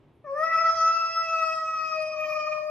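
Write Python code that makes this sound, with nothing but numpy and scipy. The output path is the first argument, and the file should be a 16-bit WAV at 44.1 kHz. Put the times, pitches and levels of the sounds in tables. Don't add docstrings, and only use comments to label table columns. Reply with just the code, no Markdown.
import sys
import numpy as np
from scipy import signal
from scipy.fft import rfft, irfft, next_fast_len
from scipy.io import wavfile
from scipy.ndimage import uniform_filter1d, map_coordinates

SR = 44100
rng = np.random.default_rng(int(sys.argv[2]) if len(sys.argv) > 2 else 0)


def transcribe(signal):
    frames = np.atleast_2d(signal).T
    limited = np.clip(frames, -1, 1)
    pcm = np.round(limited * 32767).astype(np.int16)
    wavfile.write(sys.argv[1], SR, pcm)


N = 119070
T = np.arange(N) / SR
ONSET_S, ATTACK_S = 0.239, 0.01


def amp(db):
    return 10 ** (np.asarray(db) / 20)


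def unit(x):
    return x / np.sqrt(np.mean(x ** 2) + 1e-20)


def along(points, hz):
    f, v = np.transpose(points)
    return np.interp(np.log(hz + 1), np.log(f + 1), v)


def curves(rows):
    s, *cols = np.transpose(rows)
    return [np.interp(T, s, c) for c in cols]


def wobble(rate):
    knots = rng.standard_normal(int(N * abs(rate) / SR) + 4)
    return map_coordinates(knots, [T * abs(rate)])


def since_onset(length_s):
    return np.clip((T - ONSET_S) / length_s, 0, 1)


def filtered(x, response):
    m = next_fast_len(N + SR // 2)
    return irfft(rfft(x, m) * response(np.fft.rfftfreq(m, 1 / SR)), m)[..., :N]


def coloured(x, colour):
    return filtered(x, lambda hz: amp(along(colour, hz)))


# start_s, level_db, roughness (no unit; about 1 is very rough)
BREATH_ROWS = [(.24, -64, 0.05), (.3, -70.5, 0.7), (.45, -50, 0.9), (.56, -47.5, 1.17), (.72, -47, 0.8),
               (.8, -56.5, 0.51), (1.3, -61, 0.34), (1.6, -60, 0.49), (1.8, -56.5, 0.37), (2.0, -53, 0.32),
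               (2.15, -55.5, 0.58), (2.3, -44.5, .9), (2.5, -53, 1.2), (2.7, -51, 0.3)]


def yowl():
    breath_db, rough = curves(BREATH_ROWS)
    pitch_hz = sung_pitch(rough)
    phase = 2 * np.pi * np.cumsum(pitch_hz) / SR
    cry = partials(pitch_hz, phase, rough) + throat_breath(breath_db, phase)
    cry = cry + hoarse_breath(phase) + treble_hiss(phase)
    return since_onset(ATTACK_S) * cry


# start_s, pitch_hz
PITCH_ROWS = [(.24, 603), (.258, 597), (.275, 547.5), (.33, 552.3), (.36, 588.5), (.4, 618.2), (.44, 648.8),
              (.5, 651.8), (.65, 659.7), (.8, 651.7), (.95, 660), (1.1, 657.6), (1.25, 658), (1.5, 642.5),
              (1.75, 638.5), (2.0, 625), (2.25, 616.3), (2.45, 613.8), (2.7, 609.9)]
TREMOR_HZ, JITTER_HZ = 1, 3.8


def sung_pitch(rough):
    course_hz = uniform_filter1d(curves(PITCH_ROWS)[0], size=500)
    return course_hz + TREMOR_HZ * wobble(25.03) + JITTER_HZ * rough * wobble(130)


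# start_s, first_db, third_db, fourth_db, treble_db (shared from the fifth up)
PARTIAL_ROWS = [(0.23, -45.5, -66, -101, -100.5), (0.28, -43.5, -60.5, -64.5, -68),
                (0.33, -32.5, -68.5, -81.5, -65), (0.35, -35.5, -52, -74, -64.5),
                (0.44, -29, -32.5, -52.5, -52), (0.51, -42, -26.5, -51, -54.5),
                (0.55, -44, -40.5, -47.5, -49), (0.6, -35.5, -35, -40, -50), (0.75, -36, -44, -65.5, -42),
                (0.86, -37, -41, -43, -42), (1.03, -44.5, -53.5, -34, -46.5),
                (1.22, -43, -42.5, -39.5, -45.5), (1.33, -35.5, -48.5, -36, -46.5),
                (1.52, -34, -45, -39, -47.5), (1.6, -44.5, -42.5, -60.5, -50), (1.64, -37, -51, -48.5, -49),
                (1.83, -47.5, -46, -38.5, -49), (1.88, -48, -56, -39, -48.5),
                (1.99, -30.5, -46, -35.5, -52), (2.16, -34, -62.5, -42, -55), (2.22, -34, -46.5, -37, -51),
                (2.45, -35, -53, -38, -50.5), (2.67, -32.5, -57, -51, -60.5)]
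# start_s, level_db
SECOND_ROWS = [(0.23, -69), (0.28, -40), (0.33, -46.5), (0.42, -27), (0.54, -31.5), (0.56, -20.5),
               (0.69, -25), (0.75, -32), (0.8, -23), (0.91, -18.5), (0.93, -34), (0.97, -21), (1.0, -31),
               (1.05, -26), (1.13, -39.5), (1.18, -23), (1.26, -38.5), (1.34, -23.5), (1.38, -32.5),
               (1.43, -26), (1.53, -32), (1.59, -26.5), (1.62, -31), (1.79, -29.5), (1.9, -34.5),
               (1.93, -27.5), (1.96, -31), (1.99, -56), (2.01, -37.5), (2.1, -50), (2.14, -39),
               (2.17, -51.5), (2.22, -33.5), (2.26, -48), (2.3, -32.5), (2.33, -43), (2.36, -33.5),
               (2.4, -35.5), (2.42, -39), (2.45, -34.5), (2.48, -32), (2.5, -48), (2.57, -36.5),
               (2.62, -41)]
# frequency_hz, level_db
TREBLE_COLOUR = [(2900, -6.5), (3320, -12.5), (3670, -19), (4200, -11), (5290, -0.5), (7000, -22.5),
                 (7750, -12), (8370, -59.5), (11700, -35.5), (13300, -30.5)]
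# start_s, level_db added to the treble
TOP_ROWS = [(.3, -20.5), (.9, -15.5), (1.3, -1), (1.9, -5), (2.2, -3)]
# start_s, level_db at roughness 1
LOW_RASP_ROWS = [(.7, -7.5), (1.0, -7)]
LOW_RASP_RATE, RASP_RATE = 59.65, 261.8
RASP_DB = -6.5
SHIMMER_DB, FADE_DB = 2, 3
CLEAR_S = .22


def partials(pitch_hz, phase, rough):
    first_db, third_db, fourth_db, treble_db = curves(PARTIAL_ROWS)
    second_db, = curves(SECOND_ROWS)
    low_db = [first_db, second_db, third_db, fourth_db]
    top_db, = curves(TOP_ROWS)
    low_rasp_db, = curves(LOW_RASP_ROWS)
    flutter_db = SHIMMER_DB * rough * wobble(70)
    tone = np.zeros(N)
    for k in range(1, 21):
        if k < 5:
            db = low_db[k - 1] + (k > 2) * SHIMMER_DB * wobble(35.01)
            rasp_db, rasp_rate, clear = low_rasp_db, LOW_RASP_RATE, 1
        else:
            db = treble_db - 4.5 + along(TREBLE_COLOUR, k * pitch_hz) + FADE_DB * wobble(21.965)
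            rasp_db, rasp_rate, clear = RASP_DB, RASP_RATE, since_onset(CLEAR_S) ** 2
        db = uniform_filter1d(db, size=250) + (k > 1) * flutter_db + (k > 10) * top_db
        rasp_gain = (1 if k > 1 else .45) * amp(rasp_db) * rough
        rasp = rasp_gain * (wobble(rasp_rate) + 1j * wobble(rasp_rate))
        turning = np.exp(1j * (k * phase + rng.uniform(0, 2 * np.pi)))
        tone += np.sqrt(2) * amp(db) * np.imag((clear + rasp) * turning)
    return tone


def pulsed_noise(phase):
    return rng.standard_normal(N) * (1 + 0.42 * np.sin(phase))


# centre_hz, width_hz (where it is 12 dB down), level_db against the breath
THROAT_BANDS = [(636, 250, -12.5), (1145.4, 202, 1), (2424, 360, -7.5)]


def throat_breath(breath_db, phase):
    air = np.zeros(N)
    for centre_hz, width_hz, db in THROAT_BANDS:
        def resonance(hz):
            return 1 / (1 + ((hz - centre_hz) / (width_hz / 2)) ** 2) ** 2
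        gain = amp(breath_db + db + 3.45 * wobble(12))
        air += gain * unit(filtered(pulsed_noise(phase), resonance))
    return air


# start_s, level_db
HOARSE_ROWS = [(.24, -85), (.36, -61.5), (.45, -55.5), (.55, -51.5), (.66, -52), (.75, -49.5), (.84, -64.5),
               (2.7, -76.5)]
# frequency_hz, level_db per Hz (relative)
HOARSE_SHAPE = [(350, -41.5), (700, -6), (1600, -2), (2400, -7), (3100, -30.5), (6800, -61)]
HOARSE_WAVER_DB = 3.5


def hoarse_breath(phase):
    gain = amp(curves(HOARSE_ROWS)[0] + HOARSE_WAVER_DB * wobble(30))
    return gain * unit(coloured(pulsed_noise(phase), HOARSE_SHAPE))


# start_s, level_db
HISS_ROWS = [(.25, -90), (.27, -73), (.36, -72), (.52, -62), (.7, -66), (1.3, -73), (2.1, -79), (2.3, -66),
             (2.7, -77)]
# frequency_hz, level_db per Hz (relative)
HISS_SHAPE = [(3000, -20), (4300, -15), (5600, 0), (6500, -4), (6900, -40)]
HISS_WAVER_DB = 4.5


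def treble_hiss(phase):
    gain = amp(curves(HISS_ROWS)[0] + HISS_WAVER_DB * wobble(18))
    hiss = filtered(pulsed_noise(phase), lambda hz: amp(along(HISS_SHAPE, hz)) * (hz < 7200))
    return gain * unit(hiss)


# start_s, level_db
SIZZLE_ROWS = [(.3, -96), (.38, -66.5), (.7, -65.5), (1.2, -81.5), (1.9, -69.5), (2.7, -69.5)]
# frequency_hz, level_db per Hz (relative)
SIZZLE_SHAPE = [(7500, -44.5), (8500, -4), (10200, -5), (12200, 1.5), (13300, -16)]


def sizzle():
    z = signal.stft(rng.standard_normal(N), nperseg=256)[2]
    field = uniform_filter1d(rng.standard_normal(z.shape), size=6, axis=0)
    field = unit(uniform_filter1d(field, size=30, axis=1))
    hiss = signal.istft(z * amp(11 * field), nperseg=256)[1][:N]
    hiss = filtered(hiss, lambda hz: amp(along(SIZZLE_SHAPE, hz)) * (hz > 7500))
    return amp(curves(SIZZLE_ROWS)[0]) * unit(hiss)


# centre_hz, width_hz, level_db at the peak against the dry voice
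ROOM_MODES = [(549, 4, 7), (1766, 8, 9)]


def room_ring(x):
    def response(hz):
        return sum(amp(db) * 1j * hz * width / (centre ** 2 - hz ** 2 + 1j * hz * width)
                   for centre, width, db in ROOM_MODES)
    return filtered(x, response)


# frequency_hz, left_over_right_db
LEFT_OVER_RIGHT = [(600, 5), (1300, 3), (2500, -0.6), (6000, -0.5)]
LEFT_LEAD_S, LEAD_TOP_HZ = 5e-5, 2500


def placed_left(x):
    half = np.array([[.5], [-.5]])

    def response(hz):
        lead = 2 * np.pi * np.minimum(hz, LEAD_TOP_HZ) * LEFT_LEAD_S * half
        return amp(along(LEFT_OVER_RIGHT, hz) * half) * np.exp(1j * lead)
    return filtered(x, response)


# frequency_hz, t60_s
WALL_DECAY = [(300, 1), (1500, 0.73), (5000, 1), (12000, 0.032)]
# frequency_hz, level_db
SIDE_COLOUR = [(600, -10), (1300, -9), (2500, -17), (5000, -2), (12000, 1)]
ECHO_DB = -17
SIDE_T60_SHARE = 0.38


def walls(x):
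    hz, t, z = signal.stft(rng.standard_normal((2, SR // 2)), SR, nperseg=256)
    t60 = along(WALL_DECAY, hz)[:, None] * [[[1]], [[SIDE_T60_SHARE]]]
    tail = signal.istft(z * amp(-60 * t / t60), SR, nperseg=256)[1]
    tail = tail / np.linalg.norm(tail, axis=1)[:, None]
    late = np.pad(x, (200, 0))[None]
    mid, side = signal.fftconvolve(late, tail, axes=1)[:, :N]
    return amp(ECHO_DB) * mid + coloured(side, SIDE_COLOUR) * [[1], [-1]]


# start_s, level_db of the whole rustle, both sides together
RUSTLE_ROWS = [(0, -69.5), (.3, -73), (.8, -100)]
# frequency_hz, level_db per Hz (relative)
RUSTLE_SHAPE = [(250, -18), (450, -4.5), (1100, -4.5), (1400, -12.5), (3500, -18), (5000, -40.5)]


def rustle():
    shared, left, right = coloured(rng.standard_normal((3, N)), RUSTLE_SHAPE)
    return amp(curves(RUSTLE_ROWS)[0]) * unit(shared + 0.33 * np.array([left, right]))


# frequency_hz, level_db per Hz (relative)
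HUM_SHAPE = [(25, -21.5), (110, -12.5), (135, -4), (175, -16), (349, -12), (504, -25), (900, -28),
             (1290, -39.5), (2270, -39.5), (9000, -63), (11700, -96)]
# start_s, level_db
HUM_ROWS = [(0.0, -62), (0.68, -62.5), (1.3, -67.5), (2.38, -65), (2.65, -67)]
# frequency_hz, likeness (1 is mono)
HUM_LIKENESS = [(60, 1), (300, 0.93), (3000, .5)]
HUM_WAVER_DB = 1.5
BUMP_S, BUMP_HZ, BUMP_LENGTH_S, BUMP_DB = .75, 52, .07, -58


def hum():
    def mid_side(hz):
        turn = np.arccos(np.clip(along(HUM_LIKENESS, hz), -1, 1)) / 2
        return amp(along(HUM_SHAPE, hz)) * [np.cos(turn), np.sin(turn)]
    mid, side = filtered(rng.standard_normal((2, N)), mid_side)
    gain = amp(curves(HUM_ROWS)[0] + 3.0 + HUM_WAVER_DB * wobble(4.7))
    swell = np.exp(-((T - BUMP_S) / BUMP_LENGTH_S) ** 2)
    bump = amp(BUMP_DB) * swell * np.sin(2 * np.pi * BUMP_HZ * T)
    return gain * unit(np.array([mid + side, mid - side])) + bump


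def scene():
    cat = yowl() + sizzle()
    near = placed_left(cat + room_ring(cat))
    return near + walls(cat) + rustle() + hum()


def record(dry):
    return filtered(dry, lambda hz: hz < 13400)


dry = scene()
out = record(dry)
transcribe(out)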